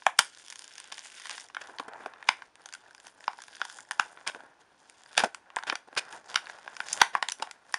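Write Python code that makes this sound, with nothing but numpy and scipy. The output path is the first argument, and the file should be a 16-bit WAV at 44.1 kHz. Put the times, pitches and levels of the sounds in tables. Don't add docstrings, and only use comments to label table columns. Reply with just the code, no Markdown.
import sys
import numpy as np
from scipy import signal
from scipy.io import wavfile
from scipy.ndimage import uniform_filter1d

SR = 44100
rng = np.random.default_rng(int(sys.argv[2]) if len(sys.argv) > 2 else 0)


def pcm_store(signal):
    levels = np.round(np.clip(np.atleast_2d(signal), -1, 1) * 32767)
    wavfile.write(sys.argv[1], SR, levels.astype(np.int16).T)


def field_ratio(decibels):
    return 10 ** (np.asarray(decibels, dtype=float) / 20)


N = 343098


def evened(x):
    return x / np.sqrt(np.mean(x ** 2) + 1e-20)


def read(points, hz):
    f, value = np.transpose(points)
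    return np.interp(np.log(hz + 1), np.log(f + 1), value)


def curve(rows, column):
    rows = np.array(rows)
    return np.interp(np.arange(N) / SR, rows[:, 0], rows[:, column])


def add(mix, s, sound):
    part = mix[max(round(s * SR), 0):][:len(sound)]
    part += sound[:len(part)]


def colour(x, points):
    log_gain = read(points, abs(np.fft.fftfreq(8192, 1 / SR))) * np.log(10) / 20
    taps = np.fft.ifft(np.exp(np.conj(signal.hilbert(log_gain)))).real[:2048]
    return signal.oaconvolve(x, taps)[:len(x)]


def passband(lo_hz, hi_hz):
    return signal.butter(3, [lo_hz, hi_hz], "band", fs=SR, output="sos")


def band(x, lo_hz, hi_hz):
    return signal.sosfilt(passband(lo_hz, hi_hz), x)


def ring(x, hz, width_hz):
    r = np.exp(-np.pi * width_hz / SR)
    turn = 2 * np.pi * hz / SR
    gain = (1 - r) * 2 * np.sin(turn)
    return gain * signal.lfilter([1], [1, -2 * r * np.cos(turn), r * r], x)


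def bursts(rows, column, sag_db):
    out = np.zeros(N)
    for row in rows:
        size = round(row[1] * SR)
        sag = field_ratio(row[column] + sag_db * np.arange(size) / size)
        add(out, row[0], sag * signal.windows.tukey(size, .25))
    return out


# pitch in Hz, width in Hz, level in dB.
HOLLOWS = [(930, 1300, -11.5), (1563, 626, 12), (2330, 140, 1), (330, 810, -26)]


def hollow(x):
    out = 0
    for hz, width_hz, db in HOLLOWS:
        once = ring(x, hz, 1.73 * width_hz)
        out = out + field_ratio(db) * ring(once, hz, 1.73 * width_hz)
    return out


# centre in seconds, half width in seconds, change in dB.
GRIP = [(.14, 0.022, -13.5), (1.529, 0.038, -14.5), (2.002, 0.063, 8), (2.532, 0.035, -16),
        (3.061, 0.022, 8), (3.161, 0.093, -3), (3.74, 0.13, 3.5), (3.871, 0.042, -10), (4.23, 0.085, -5.5),
        (4.611, 0.011, 11.5), (5.15, 0.034, 6.5), (5.461, 0.28, -7.5), (5.85, 0.042, -13),
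        (6.13, 0.041, 5.5), (6.231, 0.02, -6.5), (6.31, 0.021, 8.5), (6.95, 0.078, 12), (7.2, 0.096, -3),
        (7.361, 0.017, -16), (7.479, 0.058, 1), (7.601, 0.066, -12.5)]


def grip_db():
    t = np.arange(0, N, 64) / SR
    swell = sum(db * np.exp(-.5 * ((t - s) / half_s) ** 2) for s, half_s, db in GRIP)
    return np.interp(np.arange(N) / SR, t, swell)


def grains(per_s, spread_db):
    clump = field_ratio(3.5 * evened(uniform_filter1d(rng.standard_normal(N), 500)))
    size = field_ratio(spread_db * np.minimum(rng.exponential(1, N), 4)) * rng.standard_normal(N)
    return evened(size * (rng.random(N) < per_s * clump / SR))


# frequency in Hz, level in dB.
FILM_COLOUR = [(300, -40), (1500, 2), (2500, -3), (3500, 0.5), (5500, -0.5), (7000, 0.5), (9000, -1),
               (12000, -2)]
# time in seconds, effort in dB, film level over shell level in dB.
STRAIN = [(0, -74, 12.5), (.45, -70, 15), (.9, -64, 8.5), (1.3, -64, 16.5), (1.5, -58, 5.5),
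          (2.0, -57.5, -22.5), (2.4, -59, -3), (2.9, -67, -0.5), (3.4, -66, 7), (3.75, -70.5, 12),
          (4.3, -52, -5.5), (4.6, -74, -8), (5.05, -66.5, 9.5), (5.6, -54.5, -18.5), (6.1, -56, -7),
          (6.7, -58.5, -1), (7.1, -57.5, -9), (7.78, -55, 0.5)]


def crackle():
    ticks = grains(per_s=3000, spread_db=3.2)
    patch = rng.integers(0, 5, N)
    strain, film = [], 0
    for k, hz in enumerate([2638, 3700, 5300, 7340, 10100]):
        here = patch == k
        strain.append(field_ratio(4.5 * evened(uniform_filter1d(here - np.mean(here), 6000))))
        film = film + ring(ticks * here * strain[k], hz, 2400)
    film = evened(colour(evened(film) + .35 * ticks, FILM_COLOUR))
    taps = 0.55 * ticks + .8 * grains(per_s=1200, spread_db=3)
    dull = evened(hollow(taps)) * np.sqrt(strain[1]) + 0.4 * evened(ring(taps * strain[3], 900, 350))
    effort_db, grip = curve(STRAIN, 1), grip_db()
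    film_db = effort_db + curve(STRAIN, 2) + 1.6 * grip
    return field_ratio(film_db + 2) * film + field_ratio(effort_db + grip + 1) * dull


# time in seconds, share from 0 to 1.
SLIT_SHARE = [(0, 0.17), (1.4, 0.02), (1.6, 0.16), (2.4, 0), (2.7, 0.2), (3.3, 0.16), (3.9, 0.55),
              (4.2, 0.04), (4.5, 0.3), (6.4, 0.06), (6.9, 0.1), (7.78, 0.03)]
# pitch in Hz, width in Hz, level in dB.
SLIT_NOTES = [(1704, 460, 8.5), (3490, 420, 2.5), (5090, 300, 1), (7500, 1000, -2.5), (9940, 1500, 6),
              (950, 270, 6)]


def slit(x):
    share = np.clip(curve(SLIT_SHARE, 1), 0, 1)
    pipe = sum(field_ratio(db) * ring(x, hz, width_hz) for hz, width_hz, db in SLIT_NOTES)
    return (1 - share) * x + share * pipe


# frequency in Hz, time to fall 60 dB in seconds.
ROOM_RING = [(300, 0.37), (800, 0.19), (2000, 0.24), (5500, 0.21), (10000, 0.2)]


def room(x):
    out, turn = np.zeros(N), 2 * np.pi * 7 * np.arange(N) / SR
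    for k in range(3):
        hz, t, z = signal.stft(rng.standard_normal(SR // 3), SR, nperseg=128)
        fall = field_ratio(-60 * t / read(ROOM_RING, hz)[:, None])
        tail = signal.istft(z * fall, SR, nperseg=128)[1]
        tail *= np.clip(np.arange(len(tail)) / SR / 0.0014, 0, 1)
        tail *= field_ratio(-16.5) / np.linalg.norm(tail)
        share = np.sqrt(2 / 3) * np.cos(turn + k * 2 * np.pi / 3)
        out += signal.oaconvolve(x * share, tail)[:N]
    return out


# ratio to its pitch, level in dB, time to fall 60 dB in seconds.
SHELL_NOTES = [(1, 4.5, 0.014), (1.55, -8.5, 0.016), (2.2, -10.5, 0.018)]


def crease(crack_db, hz, shell_db, edge_db, slip_s, chance):
    t = (np.arange(len(chance)) - 300) / SR
    creep = .5 * np.clip((crack_db + 20) / 12, .25, 1)
    slip = np.where(t < 0, creep * np.exp(t / slip_s), np.exp(-t / slip_s))
    jerks = slip * chance[:, 0] * field_ratio(6.7 * chance[:, 1])
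    jerks = jerks + 1.2 * abs(jerks).max() * (t == 0)
    facet_hz = 7300 * np.exp(.2 * np.tanh(chance[1, 0]))
    edge = band(jerks + 2.5 * ring(jerks, facet_hz, 900), 5500, 16000)
    since = t - t[0]
    shell = 0
    for ratio, db, t60_s in SHELL_NOTES:
        shell = shell + field_ratio(db - 60 * since / t60_s) * np.sin(2 * np.pi * hz * ratio * since)
    push = slip ** 3 * (0.39 + chance[:, 2])
    shell = evened(signal.fftconvolve(shell, push)[:len(t)])
    body = shell + 0.62 * evened(hollow(jerks)) + 0.31 * evened(ring(jerks, 1100, 200))
    shell = band(body, 0.85 * min(hz, 1000), 3900)
    thud = band(slip ** 2 * (1 + chance[:, 2]), 180, 470)
    crack = band(jerks, 2000, 5100)
    parts = (crack, crack_db), (shell, shell_db), (edge, edge_db + 4.5), (thud, shell_db - 27.5)
    return sum(field_ratio(db) * part / abs(part).max() for part, db in parts)


def chances(rows):
    return zip(rows, rng.standard_normal((len(rows), 2000, 3)))


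# time in seconds, level in dB.
SHELL_TICKS = [(0.022, -34.5), (1.5, -37.5), (1.888, -37), (1.935, -31), (2.137, -35), (2.227, -28.5),
               (3.333, -32.5), (3.388, -32.5), (3.602, -41), (3.788, -33), (4.011, -37), (4.174, -36.5),
               (4.212, -39), (4.265, -32), (4.281, -23), (4.348, -27), (4.406, -37), (5.256, -27.5),
               (5.503, -35), (5.627, -28.5), (5.679, -25), (5.886, -43.5), (5.929, -37.5), (6.137, -53),
               (6.374, -21), (6.47, -28), (6.587, -35), (7.167, -43), (7.399, -30.5), (7.473, -34)]
# time in seconds, level in dB.
RIM_TICKS = [(0.333, -50), (0.374, -37), (1.038, -51), (1.057, -34.5), (1.199, -34.5), (1.26, -38),
             (1.27, -29.5), (1.296, -23), (1.312, -25), (1.617, -32), (1.673, -38), (2.556, -40),
             (2.689, -35), (2.75, -33.5), (2.949, -35), (3.069, -33.5), (3.207, -43.5), (3.405, -44),
             (3.438, -35), (3.483, -39), (3.568, -35), (3.652, -25), (3.699, -30), (3.918, -24),
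             (4.286, -29), (6.127, -30.5), (6.457, -55), (6.886, -26.5), (6.899, -34), (7.307, -32)]
# time in seconds, level in dB.
FILM_TICKS = [(0.3864, -55), (0.4833, -28), (0.5084, -34), (0.5931, -27), (0.6214, -29), (0.6439, -28.5),
              (0.6789, -31), (0.6963, -43), (0.7554, -31), (0.7754, -56), (0.8016, -25), (0.8425, -31),
              (0.9734, -35), (0.9926, -25.5), (1.1204, -36), (1.1508, -38), (1.3064, -24), (1.3997, -30.5),
              (2.6189, -43), (2.7257, -32), (3.0011, -33.5), (3.5558, -34.5), (3.7264, -32), (3.7768, -43),
              (4.8983, -34.5), (5.036, -36.5), (5.1307, -34), (5.5623, -19), (6.9755, -22.5),
              (7.2984, -21.5)]


def ticks():
    out = np.zeros(N)
    for rows, shell_db, crack_db, edge_db in ((SHELL_TICKS, -2.5, -7.5, -20.5),
                                              (RIM_TICKS, -7, -0.5, -3),
                                              (FILM_TICKS, -16.5, -4.5, -3)):
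        for (s, db), chance in chances(rows):
            hz = HOLLOWS[int(chance[0, 0] > -.3)][0] * (1 + 0.12 * chance[0, 1])
            tick = crease(db + crack_db, hz, db + shell_db, db + edge_db, slip_s=.00037, chance=chance)
            add(out, s - .0072, tick)
    return out


# time in seconds, crack in dB, shell pitch in Hz,
# shell ring in dB, bright edge in dB.
SNAPS = [(0.066, -17.5, 794, -5, -18.5), (0.191, -4, 1350, -5, -2.5), (0.196, -14.5, 950, -16.5, -9.5),
         (1.568, -41, 1410, -19.5, -48), (1.786, -25.5, 1070, -35, -48), (2.061, -34, 775, -21, -53),
         (2.29, -7, 950, -4, -22.5), (3.28, -22, 1026, -13, -54), (3.616, -19, 1480, -16.5, -32),
         (3.911, -18, 1760, -21, -22.5), (3.997, -12, 1234, -8, -23), (4.276, -15, 2190, -55, -23),
         (5.179, -3, 807, -12.5, -9.5), (5.237, -41, 788, -14, -29), (5.567, -33, 990, -16.5, -52.5),
         (5.699, -16, 2430, -13.5, -39), (6.359, -6, 1353, -13, -14), (6.804, -22.5, 1470, -18.5, -31.5),
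         (7.017, 0, 960, -1, -10), (7.152, -24.5, 1120, -8.5, -28.5), (7.227, -14.5, 1827, -11, -24),
         (7.287, -14, 930, -29.5, -19), (7.321, -21.5, 2510, -28.5, -16.5), (7.742, -17, 1870, -12, -19)]


def snaps():
    out = np.zeros(N)
    for (s, crack_db, hz, shell_db, edge_db), chance in chances(SNAPS):
        add(out, s - .0073, crease(crack_db, hz, shell_db, edge_db, slip_s=.0011, chance=chance))
    return out


# from Hz, to Hz, time to fall 60 dB in seconds, level in dB.
SETTLE = [(735, 1180, 0.15, -21), (1350, 2300, 0.15, -21), (2680, 3900, .14, -20.5),
          (5500, 13000, 0.2, -23)]


def settle(x):
    out = np.zeros(N)
    for lo_hz, hi_hz, t60_s, db in SETTLE:
        keep = 10 ** (-6 / (t60_s * SR))
        power = signal.lfilter([.002], [1, -keep], band(x, lo_hz, hi_hz) ** 2)
        out += field_ratio(db + 7) * np.sqrt(power) * evened(band(rng.standard_normal(N), lo_hz, hi_hz))
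    return out


def slips(rows, width_hz, overtone_db):
    out, t = np.zeros(N), np.arange(900) / SR
    jolts = rng.standard_normal((len(rows), len(t))) * np.exp(-t / 0.00044)
    jolts = jolts + 3 * (t == 0)
    for (s, db, hz, click_db), jerks, click in zip(rows, jolts, band(jolts, 2200, 12000)):
        overtone = ring(jerks, min(hz * 3.05, 9800), 2 * width_hz)
        note = ring(jerks, hz, width_hz) + field_ratio(overtone_db) * overtone
        both = note / abs(note).max() + field_ratio(click_db) * click / abs(click).max()
        add(out, s - .0003, field_ratio(db - 7) * both)
    return out


# time in seconds, level in dB, note in Hz, click over note in dB.
THREADS = [(0.1785, -35, 2670, 1), (0.2476, -26, 5620, -4), (0.421, -42, 3460, -2), (0.4632, -30, 3380, 0),
           (0.4758, -37, 5880, 4), (0.4945, -35, 3320, -2), (0.6137, -41, 1540, -4),
           (0.6417, -29, 3080, -4), (0.7181, -40, 2890, -2), (0.7265, -34, 1720, 0),
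           (0.7376, -31, 5160, -2), (0.8757, -34, 2840, 2), (0.8831, -34, 1670, -2), (0.9437, -27, 5250, 0),
           (0.9541, -30, 2270, -2), (1.0237, -33, 2590, -5), (1.0525, -32, 2560, -4),
           (1.0608, -31, 2500, -9), (1.0715, -34, 3010, -7), (1.101, -28, 2840, -4),
           (1.1433, -28, 2620, -5), (1.1681, -38, 2640, -4), (1.1771, -35, 2620, -4),
           (1.2212, -25, 1850, -4), (1.2479, -33, 1800, -2), (1.375, -36, 1850, -5),
           (1.4417, -36, 1650, -10), (1.4652, -38, 3360, -2), (1.4869, -32, 1810, 0),
           (1.8359, -40, 1510, -2), (2.2426, -35, 3760, -5), (4.2725, -19, 3500, -2),
           (4.2994, -24, 1510, -4), (4.3362, -42, 3210, -5), (4.4382, -43, 1570, -5),
           (5.1941, -10.5, 5140, 3), (5.9519, -32, 4900, 0), (6.0527, -38, 1750, 6),
           (6.1645, -28, 1560, -4), (6.2497, -50, 1820, -2), (6.26, -37, 1730, 1), (6.9554, -36, 9090, -2),
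           (6.9667, -25, 1830, -2), (6.9884, -27, 7560, 1), (6.9985, -26.5, 1540, -5),
           (7.1729, -31, 1630, 2), (7.3865, -34, 8910, -1), (7.4553, -36, 1750, -2),
           (7.6942, -40, 1690, -0.5), (7.7253, -26, 9220, -2)]


def threads():
    return slips(THREADS, width_hz=500, overtone_db=-7.5)


# frequency in Hz, level in dB.
SEAM_COLOUR = [(1200, -36), (2300, 3.5), (3600, 4), (5500, -1), (8000, -6.5), (11000, -10)]
# start in seconds, length in seconds, film in dB, shell in dB.
TEARS = [(.916, 0.019, -43, -45.5), (1.295, 0.066, -47.5, -47.5), (1.612, 0.015, -44, -41),
         (4.265, 0.037, -39, -36), (5.167, 0.0099, -35, -40), (5.173, 0.035, -26, -27),
         (5.2, 0.033, -37, -32.5), (5.236, 0.018, -37, -33.5), (5.665, 0.047, -40, -38.5),
         (5.963, 0.021, -38, -33.5), (5.972, 0.026, -24.5, -32.5), (7.0, 0.021, -34, -34.5),
         (7.13, 0.056, -49.5, -43.5), (6.282, 0.14, -63, -56), (2.271, .018, -46, -48),
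         (3.6, .016, -56, -50), (2.0, .055, -62, -58), (.188, .03, -34, -36)]


def tears():
    rough = field_ratio(2.5 * evened(uniform_filter1d(rng.standard_normal(N), 30)))
    crunch = rng.standard_normal(N) * rough
    film = bursts(TEARS, column=2, sag_db=-4.5) * evened(colour(crunch, SEAM_COLOUR))
    shell = bursts(TEARS, column=3, sag_db=-4.5) * evened(hollow(crunch))
    return film + shell


# time in seconds, shell ring in dB, shell pitch in Hz, bright edge in dB.
POPS = [(0.502, -35.5, 900, -23), (0.525, -28.5, 1760, -29.5), (0.558, -34.5, 1780, -27),
        (0.781, -32.5, 1770, -29), (0.923, -25, 1420, -27.5), (0.981, -25.5, 1900, -29),
        (1.256, -23, 1940, -38), (1.38, -22.5, 1490, -36), (1.548, -21.5, 1350, -35),
        (1.798, -15, 990, -33.5), (1.884, -22, 1370, -61), (2.288, -28, 920, -17),
        (2.421, -21.5, 1540, -50), (2.659, -30, 789, -28), (2.738, -29, 1550, -23.5),
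        (3.241, -31, 1670, -40), (3.42, -32, 1570, -32), (5.244, -18, 1530, -22.5),
        (5.347, -22.5, 1470, -25.5), (5.587, -16, 1350, -43), (5.636, -19, 920, -32),
        (5.725, -9, 1390, -74), (5.755, -15, 1500, -25), (6.344, -18, 1380, -29), (6.498, -20, 1680, -41),
        (6.678, -17, 1630, -48), (6.767, -24.5, 1530, -31), (6.93, -33, 1810, -9), (7.424, -11, 955, -25.5),
        (7.512, -27.5, 1430, -26)]


def pops():
    out = np.zeros(N)
    for (s, db, hz, edge_db), chance in chances(POPS):
        shell_db, edge_db = db - 8, edge_db - 3.5
        crack_db = (shell_db + edge_db) / 2 + 2.5
        add(out, s - .0073, crease(crack_db, hz, shell_db, edge_db, slip_s=.002, chance=chance))
    return out


# time in seconds, level in dB, note in Hz, click over note in dB.
KNOCKS = [(1.655, -37, 795, -18), (1.6872, -34, 1010, -18), (1.712, -41, 620, -18), (1.7393, -37, 950, -18),
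          (1.7718, -47, 930, -18), (1.8287, -29, 990, -18), (1.9601, -32, 860, -18),
          (1.9802, -43, 1640, -28), (2.0052, -36, 1430, -18), (2.0225, -31, 960, -18),
          (2.0373, -31, 1064, -21), (2.1718, -40, 1030, -18), (4.3182, -31, 1020, -17),
          (4.3596, -31, 935, -18), (4.4046, -34, 1010, -18), (4.4363, -40, 1660, -18),
          (4.4658, -42.5, 1590, -17), (5.8755, -42, 1390, -18), (5.8863, -37, 790, -18),
          (5.9296, -35.5, 920, -20), (6.139, -36, 1690, -18), (6.6639, -29, 795, -24),
          (7.3986, -29, 1560, -18)]


def knocks():
    return slips(KNOCKS, width_hz=240, overtone_db=-18)


# start in seconds, length in seconds, level in dB.
BUMPS = [(1.685, 0.054, -62), (1.795, 0.023, -49.5), (1.88, 0.014, -49), (4.27, 0.055, -71),
         (4.346, 0.016, -56.5), (4.359, 0.021, -57), (4.402, 0.017, -70), (4.434, 0.014, -63),
         (5.235, 0.017, -31), (5.255, 0.022, -44.5), (5.875, .02, -61.5), (5.925, 0.022, -63.5),
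         (5.68, 0.068, -61), (6.13, 0.086, -67), (7.42, 0.023, -55), (2.058, 0.019, -52),
         (1.99, 0.11, -64.5), (5.567, 0.0083, -50.5), (5.724, 0.014, -43.5), (7.397, 0.023, -57.5)]


def rub():
    low = colour(rng.standard_normal(N), [(30, -69), (250, 13.5), (450, 10), (900, 3), (1800, -18)])
    return field_ratio(17) * evened(low) * bursts(BUMPS, column=2, sag_db=-15.5)


# time in seconds, level in dB, note in Hz, click over note in dB.
PINGS = [(2.6505, -47, 980, -3), (2.6958, -39, 1600, -4), (2.7035, -43, 860, -2), (2.7265, -28, 1510, -2),
         (2.7514, -25, 1480, -7), (2.8392, -44, 1460, -4), (2.864, -45, 1780, -4), (2.8819, -40, 850, -2),
         (2.9094, -34, 1570, -2), (2.9314, -43, 1720, -4), (2.9804, -34, 1610, -4), (3.0469, -47, 1640, -4),
         (3.0808, -33.5, 1780, -8), (3.1401, -47, 1100, -4), (3.1703, -49, 1710, -4),
         (3.2066, -34, 1740, -8), (3.2312, -40, 1740, -4), (3.2719, -37, 1750, -4), (3.3417, -47, 930, -4),
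         (3.3806, -38, 850, -2), (3.4043, -31, 1730, -2), (3.4821, -34, 1670, -4), (3.517, -39, 1600, -4),
         (3.537, -38, 1630, -4), (3.6877, -36, 1490, -4), (3.7152, -32, 1410, 3), (3.7405, -39, 1310, -4),
         (3.754, -38, 1650, 1), (3.7965, -37, 2110, -1.5), (3.8508, -41, 1790, -4), (3.8895, -39, 1740, -4),
         (5.061, -33, 1570, -3), (5.1315, -36, 1520, 1.5), (5.2152, -23, 1480, -4), (6.0917, -36, 1650, -4),
         (6.2835, -36, 1460, -4), (6.4578, -30, 1440, -16), (6.4928, -32, 1880, -13),
         (6.5333, -39, 1710, -4), (6.6447, -42.5, 1800, -1), (6.7519, -33, 1730, -5.5),
         (6.846, -34, 1730, -4), (7.0665, -31, 1100, -5.5), (7.4283, -18, 920, -1.5)]


def pings():
    return slips(PINGS, width_hz=170, overtone_db=-7.5)


def scene():
    loud = snaps() + pops() + ticks()
    fine = crackle() + tears()
    single = threads() + pings() + knocks()
    close = slit(loud + fine) + single
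    return (close + room(close) + slit(settle(loud + single)) + rub())[None]


def top_cut(x):
    return signal.sosfilt(signal.butter(12, 16620, fs=SR, output="sos"), x)


# frequency in Hz, level in dB.
MIC = [(30, -25), (300, -8), (700, 0), (1080, 0), (1240, -6), (1420, 0), (3700, 0), (4100, -5), (4800, 0),
       (7300, -2), (7900, -9), (8500, 0), (10500, -5), (11800, -24), (13200, -55)]
# frequency in Hz, level in dB per Hz.
HUSH = [(18, -43.5), (30, -8), (227, -3), (280, 2), (801, -1), (962, 1.5), (1220, -2.5), (6210, -13.5),
        (7870, -23.5), (8980, -16), (16000, -63.5)]


def record(dry):
    heard = colour(dry[0], MIC)
    clipped = np.clip(heard - 0.071 * heard ** 4, -.72, .72)
    clipped = signal.sosfilt(signal.butter(2, 13000, fs=SR, output="sos"), clipped)
    hush = field_ratio(-68) * evened(colour(rng.standard_normal(N), HUSH))
    return top_cut((clipped + hush)[None])


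dry = scene()
out = record(dry)
pcm_store(out)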